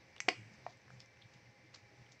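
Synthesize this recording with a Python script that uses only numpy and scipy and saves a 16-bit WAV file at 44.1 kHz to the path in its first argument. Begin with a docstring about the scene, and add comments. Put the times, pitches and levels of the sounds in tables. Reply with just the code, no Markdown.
"""A small kitchen, at a pot of thick stew: a wooden spatula ticks, then knocks on the pot wall.
It lands once more with a dull, wet plop. Knocks and plop are damped ringing tones; the knocks add noise cracks.
Bubbles are short rising rings and squelches are swells of crackle, over a faint hiss of shaped noise.
A low hum of wavering tone and rumble swells and fades underneath.
The room answers spatula, bubbles and squelches with decaying noise; hiss and hum stay dry."""
import sys
import numpy as np
from scipy import signal
from scipy.fft import rfft, irfft, next_fast_len
from scipy.io import wavfile
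from scipy.ndimage import map_coordinates

SR = 44100
rng = np.random.default_rng(int(sys.argv[2]) if len(sys.argv) > 2 else 0)


def materialize(psi):
    """Save the field psi as 16-bit PCM at rate SR to the path in sys.argv[1].

    A 1-D psi becomes a single channel; in a 2-D psi each row is a channel.
    """
    bounded = np.clip(np.atleast_2d(psi).T, -1, 1)
    quanta = np.round(bounded * 32767).astype(np.int16)
    wavfile.write(sys.argv[1], SR, quanta)


N = 97020  # 2.2 s


def amp(db):
    """Decibels to gain."""
    return 10 ** (np.asarray(db) / 20)


def unit(x):
    """Scale to rms 1."""
    return x / np.sqrt(np.mean(x ** 2) + 1e-20)


def along(points, hz):
    """Read (Hz, value) points on a log frequency axis."""
    f, v = np.transpose(points)
    return np.interp(np.log(hz + 1), np.log(f + 1), v)


def curve(rows):
    """Join (s, value) points by straight lines, one value per sample."""
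    return np.interp(np.arange(N) / SR, *np.transpose(rows))


def wobble(rate):
    """A smooth random curve with rate knots a second."""
    return map_coordinates(rng.standard_normal(400), [np.arange(N) * rate / SR], mode="wrap")


def filtered(x, response):
    """Shape the spectrum of x by a response of frequency."""
    m = next_fast_len(len(x) + SR // 10)
    spectrum = rfft(x, m) * response(np.fft.rfftfreq(m, 1 / SR))
    return irfft(spectrum, m)[:len(x)]


def low_cut(x, hz):
    """Remove the bass below hz."""
    return signal.sosfilt(signal.butter(2, hz, "high", fs=SR, output="sos"), x)


def noise(response):
    """Noise of rms 1 with the given colour."""
    return unit(filtered(rng.standard_normal(N), response))


def fade(t, t60):
    """Exponential decay, 60 dB in t60 seconds."""
    return np.exp(-np.log(1000) * t / t60)


def ring(modes, t, attack):
    """Damped modes struck together, with a soft onset of attack seconds."""
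    tones = sum(amp(db) * fade(t, t60) * np.sin(2 * np.pi * hz * t) for hz, db, t60 in modes)
    return tones * (1 - np.exp(-t / attack))


def add(track, s, sound):
    """Mix a sound into the track at time s."""
    part = track[max(0, round(s * SR)):][:len(sound)]
    part += sound[:len(part)]


# Spatula contacts on the pot wall: t/s, then relative strength level/dB at each FORCE_BANDS frequency
CONTACTS = [(0.2034, -41.5, -6.5, -27.5, 2), (0.2837, 2.5, -17.5, -24, -10), (.2866, -7.5, 4.5, 2.5, -7.5),
            (0.2881, -12, -27, -12, 0), (0.2904, -27, -17, -13, -14)]
# Frequencies at which each contact's strength is given: f/Hz
FORCE_BANDS = [700, 2100, 3800, 6200]
# Modes of the pot wall: f/Hz, relative level/dB, t60/s
POT_MODES = [(322, -46, .15), (393, -30, .042), (497, -41, .17), (736, -23.5, .03), (1079, -33.5, .04),
             (1635, -20.5, .0053), (2005, -26, .027), (2240, -17.5, .014), (2450, -21, .0094),
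             (2775, -27, .025), (3055, -36, .028), (4470, -24, .018), (5050, -34, .013),
             (5590, -25.5, .014), (6200, -31, .012)]
# Colour of the dry crack of a contact: f/Hz, relative level/dB
CRACK_COLOUR = [(150, -30), (500, -11), (900, 14.5), (1500, -34.5), (2600, -1.5), (3700, 0), (5000, 11),
                (6500, -11.5), (7700, -4.5), (8800, -31), (10000, -39), (15000, -28)]
KNOCK_DB, KNOCK_ATTACK_S = -0.5, 0.00013
CRACK_DB, CRACK_T60_S = -32, 0.026
POT_LOW_CUT_HZ, WOOD_HIGH_CUT_HZ = 194, 8100


def knocks():
    """Each contact rings the pot wall and cracks; its force spectrum colours both."""
    wall, cracks = np.zeros(N), np.zeros(N)
    t = np.arange(SR // 4) / SR
    for s, *strengths in CONTACTS:
        force = list(zip(FORCE_BANDS, strengths))
        struck = [(hz, db + along(force, hz), t60) for hz, db, t60 in POT_MODES]
        add(wall, s, ring(struck, t, KNOCK_ATTACK_S))
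        crack = noise(lambda f: amp(along(CRACK_COLOUR, f)))
        crack = filtered(crack, lambda f: amp(along(force, f)))[:len(t)]
        add(cracks, s, crack * fade(t, CRACK_T60_S))
    return amp(KNOCK_DB) * damped(wall), amp(CRACK_DB) * low_cut(cracks, POT_LOW_CUT_HZ)


def damped(wall):
    """The small pot gives out little deep bass, and wood excites little top treble."""
    high_cut = signal.butter(6, WOOD_HIGH_CUT_HZ, fs=SR, output="sos")
    return signal.sosfilt(high_cut, low_cut(wall, POT_LOW_CUT_HZ))


# What rings as the spatula lands in the stew: f/Hz, relative level/dB, t60/s
PLOP_MODES = [(717, -1.5, 0.021), (857, -5, 0.011), (1004, -15, .011), (1870, -14.5, 0.019),
              (2310, -19.5, 0.026)]
PLOP_S, PLOP_DB, PLOP_ATTACK_S, PLOP_LOW_CUT_HZ = 0.6647, -24.5, 0.00048, 585


def plop():
    """A soft blow cushioned by the stew: damped modes with a slower attack than the knocks."""
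    out = np.zeros(N)
    t = np.arange(SR // 10) / SR
    add(out, PLOP_S, amp(PLOP_DB) * ring(PLOP_MODES, t, PLOP_ATTACK_S))
    return low_cut(out, PLOP_LOW_CUT_HZ)


# Wet food shifting and tearing off the spatula:
# t/s at the peak, Gaussian spread/s, peak level/dB, centre f/Hz, Gaussian width/octaves
WET_SWELLS = [(0.219, 0.0026, -52, 6300, .5), (0.691, 0.035, -67, 4570, 0.38),
              (1.009, 0.011, -65, 4240, .4), (1.222, 0.0048, -58.5, 3400, 0.3),
              (1.34, 0.0094, -66.5, 3380, 0.87), (1.641, .02, -67.5, 346, 0.17),
              (1.7476, 0.0019, -50, 4800, 0.22), (1.751, 0.0092, -55, 1390, 1.9),
              (1.937, 0.021, -68, 418, 0.53), (2.125, 0.0046, -59.5, 5050, 0.51),
              (0.539, 0.01, -69.5, 5630, .4), (0.53, 0.019, -67.5, 210, 0.23),
              (.935, .015, -77.5, 6950, 0.27)]
GRAINS_PER_S, SMOOTH_NOISE = 600, 0.3  # smooth noise is relative to the grains' rms


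def squelches():
    """Short swells of wet crackle: many tiny films of sauce breaking."""
    out, t = np.zeros(N), np.arange(N) / SR
    for s, spread, db, hz, octaves in WET_SWELLS:
        breaks = rng.random(N) < GRAINS_PER_S / SR
        grains = unit(rng.choice([-1, 1], N) * breaks)
        crackle = grains + SMOOTH_NOISE * rng.standard_normal(N)

        def band(f):
            return np.exp(-.5 * (np.log2((f + 1) / hz) / octaves) ** 2) / (1 + (f / 7800) ** 20)

        swell = np.exp(-.5 * ((t - s) / spread) ** 2)
        out += amp(db) * swell * unit(filtered(crackle, band))
    return out


POP_RISE = 0.04  # fraction of the pitch gained over one t60


def bubble(hz, t60):
    """A short ring whose pitch rises as it dies."""
    t = np.arange(SR // 20) / SR
    cycles = hz * t * (1 + POP_RISE * np.minimum(t / t60, 1) / 2)
    return fade(t, t60) * np.sin(2 * np.pi * cycles) * (1 - np.exp(-t * hz))


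# Single bubbles bursting: t/s, starting f/Hz, level/dB, t60/s
BUBBLE_POPS = [(0.164, 2820, -41.5, .012), (0.181, 3500, -41, 0.0081), (0.773, 7600, -59, 0.0063),
               (0.8802, 1740, -47.5, .018), (.9042, 1600, -44.5, .011), (1.004, 5200, -39.5, 0.0055),
               (1.06, 6000, -54.5, 0.0075), (1.171, 2640, -51.5, 0.013), (1.2185, 3550, -47.5, 0.0056),
               (2.0634, 3050, -54.5, 0.015), (2.1934, 3800, -57, 0.0091)]
POP_SNAP_DB = -8  # relative to the bubble


def pops():
    """A few clear bubbles, each a rising ring with a snap of noise."""
    out = np.zeros(N)
    for s, hz, db, t60 in BUBBLE_POPS:
        tone = bubble(hz, t60)
        snap = noise(lambda f: 1 / (1 + (f / hz) ** 4) * f / (f + hz) / (1 + (f / 8000) ** 20))
        snap = snap[:len(tone)] * fade(np.arange(len(tone)) / SR, t60)
        add(out, s, amp(db) * (tone + amp(POP_SNAP_DB) * snap))
    return out


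FIZZ_PER_S, FIZZ_HZ, FIZZ_SPREAD = 200, 4970, 0.45  # spread: either way in log pitch
FIZZ_CYCLES, FIZZ_DB, FIZZ_RANGE_DB = 18, -56, 18  # cycles per t60, loudest level, range below it


def fizz():
    """Tiny bubbles bursting at random, most of them faint."""
    out = np.zeros(N)
    for when, pitch, size in rng.random((int(FIZZ_PER_S * N / SR), 3)):
        hz = FIZZ_HZ * np.exp(FIZZ_SPREAD * (2 * pitch - 1))
        db = FIZZ_DB - FIZZ_RANGE_DB * np.sqrt(size)
        add(out, when * N / SR, amp(db) * bubble(hz, FIZZ_CYCLES / hz))
    return out


# Colour of the simmering hiss: f/Hz, relative level/dB per Hz
HISS_COLOUR = [(30, -12), (60, -2.5), (90, 10), (200, 2.5), (380, 1.5), (650, -1), (1000, -3), (1350, -7.5),
               (1800, 2), (2300, 0), (2550, -4), (3300, -12.5), (4500, -9.5), (5500, -8), (6150, -10),
               (6700, -22.5), (7700, -22), (8600, -27), (15000, -18)]
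# Slow drift of the hiss: t/s, level/dB
HISS_LEVEL = [(0, -63.5), (.45, -63), (.6, -61.5), (.8, -65), (.97, -62.5), (1.1, -65.5), (1.35, -63),
              (1.55, -65.5), (1.85, -65), (2.03, -63), (2.2, -65)]
# Faint narrow tones in the hiss: f/Hz, half width/Hz, level/dB
NARROW_TONES = [(526.3, 12, -77.5), (821, 3.8, -78.5), (2080, 26, -76), (2321, 17, -75.5)]


def simmer():
    """The gently drifting hiss of the stew: coloured noise with faint narrow bands in it."""
    level = curve(HISS_LEVEL) + 0.2 * wobble(30.52)  # dB
    hiss = amp(level) * noise(lambda f: amp(along(HISS_COLOUR, f)))
    tones = sum(amp(db) * noise(lambda f: 1 / (1 + ((f - hz) / width) ** 2))
                for hz, width, db in NARROW_TONES)
    return hiss + tones


# Swell of the low hum: t/s, level/dB of its tone
HUM_LEVEL = [(0.0, -68), (0.12, -76), (0.15, -75.5), (0.26, -61.5), (0.34, -72), (0.39, -53.5), (0.47, -59),
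             (0.5, -67.5), (0.69, -63.5), (0.72, -82), (0.77, -57.5), (0.8, -85), (0.94, -55),
             (1.14, -81.5), (1.17, -64), (1.22, -71.5), (1.26, -58.5), (1.31, -91), (1.36, -58.5),
             (1.39, -82), (1.46, -63), (1.52, -65), (1.54, -91), (1.57, -73), (1.72, -63.5), (1.8, -85),
             (1.84, -59.5), (1.9, -85), (2.02, -55), (2.06, -76.5), (2.1, -62), (2.2, -89)]
HUM_HZ, HUM_WANDER_HZ, RUMBLE_DB = 121.2, 5.47, -7.5  # rumble is relative to the tone


def hum():
    """A low tone wavering in pitch, with rumble round it; both swell together."""
    pitch = HUM_HZ + HUM_WANDER_HZ * wobble(16)
    tone = np.sqrt(2) * np.sin(2 * np.pi * np.cumsum(pitch) / SR)
    colour = [(30, -22), (60, -13.5), (120, -8.5), (200, -6), (400, -65), (1000, -120)]  # f/Hz, dB
    rumble = noise(lambda f: amp(along(colour, f)))
    return amp(curve(HUM_LEVEL)) * (tone + amp(RUMBLE_DB) * rumble)


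# Decay of the kitchen's tail: f/Hz, t60/s
TAIL_T60 = [(150, 0.9), (500, 0.11), (2300, 0.56), (5000, 0.26), (9000, 0.82)]
# Colour of the tail: f/Hz, level/dB
TAIL_COLOUR = [(150, -14), (400, -11), (800, -14), (2000, -17), (2500, -14.5), (3700, -15), (4450, -16),
               (5100, -10), (5700, -14), (9000, -14)]
EARLY_DB, EARLY_T60_S, ONSET_S = -13, 0.13, 0.0071


def kitchen(x):
    """Dense echoes off the pot and stove, overlapping the room's tail: both are decaying noise."""
    _, t, bands = signal.stft(rng.standard_normal(SR // 2), SR, nperseg=256)
    decay = fade(t, along(TAIL_T60, _)[:, None])
    tail = signal.istft(bands * decay, SR, nperseg=256)[1]
    t = np.arange(len(tail)) / SR
    onset = 1 - np.exp(-(t / ONSET_S) ** 2)
    tail = filtered(tail / np.linalg.norm(tail), lambda f: amp(along(TAIL_COLOUR, f))) * onset
    early = rng.standard_normal(len(t)) * fade(t, EARLY_T60_S) * onset
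    early = amp(EARLY_DB) * early / np.linalg.norm(early)
    return signal.fftconvolve(x, tail + early)[:N]


# Level sent into the room, dB relative to the direct sound
KNOCK_ROOM_DB, CRACK_ROOM_DB, PLOP_ROOM_DB, STEW_ROOM_DB = -1, 6, -0.5, 3.5


def scene():
    """Spatula and stew in the kitchen; the pot's open top throws the crack out into the room."""
    wall, cracks = knocks()
    landing = plop()
    stew = squelches() + pops() + fizz()
    sent = amp(KNOCK_ROOM_DB) * wall + amp(CRACK_ROOM_DB) * cracks
    sent += amp(PLOP_ROOM_DB) * landing + amp(STEW_ROOM_DB) * stew
    direct = wall + cracks + landing + stew
    return (direct + kitchen(sent) + simmer() + hum())[None]  # one channel


TOP_HZ = 15750  # band limit


def record(dry):
    """The recorder behind the microphone dulls the top treble and keeps nothing above its band limit."""
    colour = [(7800, -1.5), (9200, -8.5), (15000, -20)]  # f/Hz, level/dB
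    return np.array([filtered(x, lambda f: amp(along(colour, f)) * (f < TOP_HZ)) for x in dry])


dry = scene()
out = record(dry)
materialize(out)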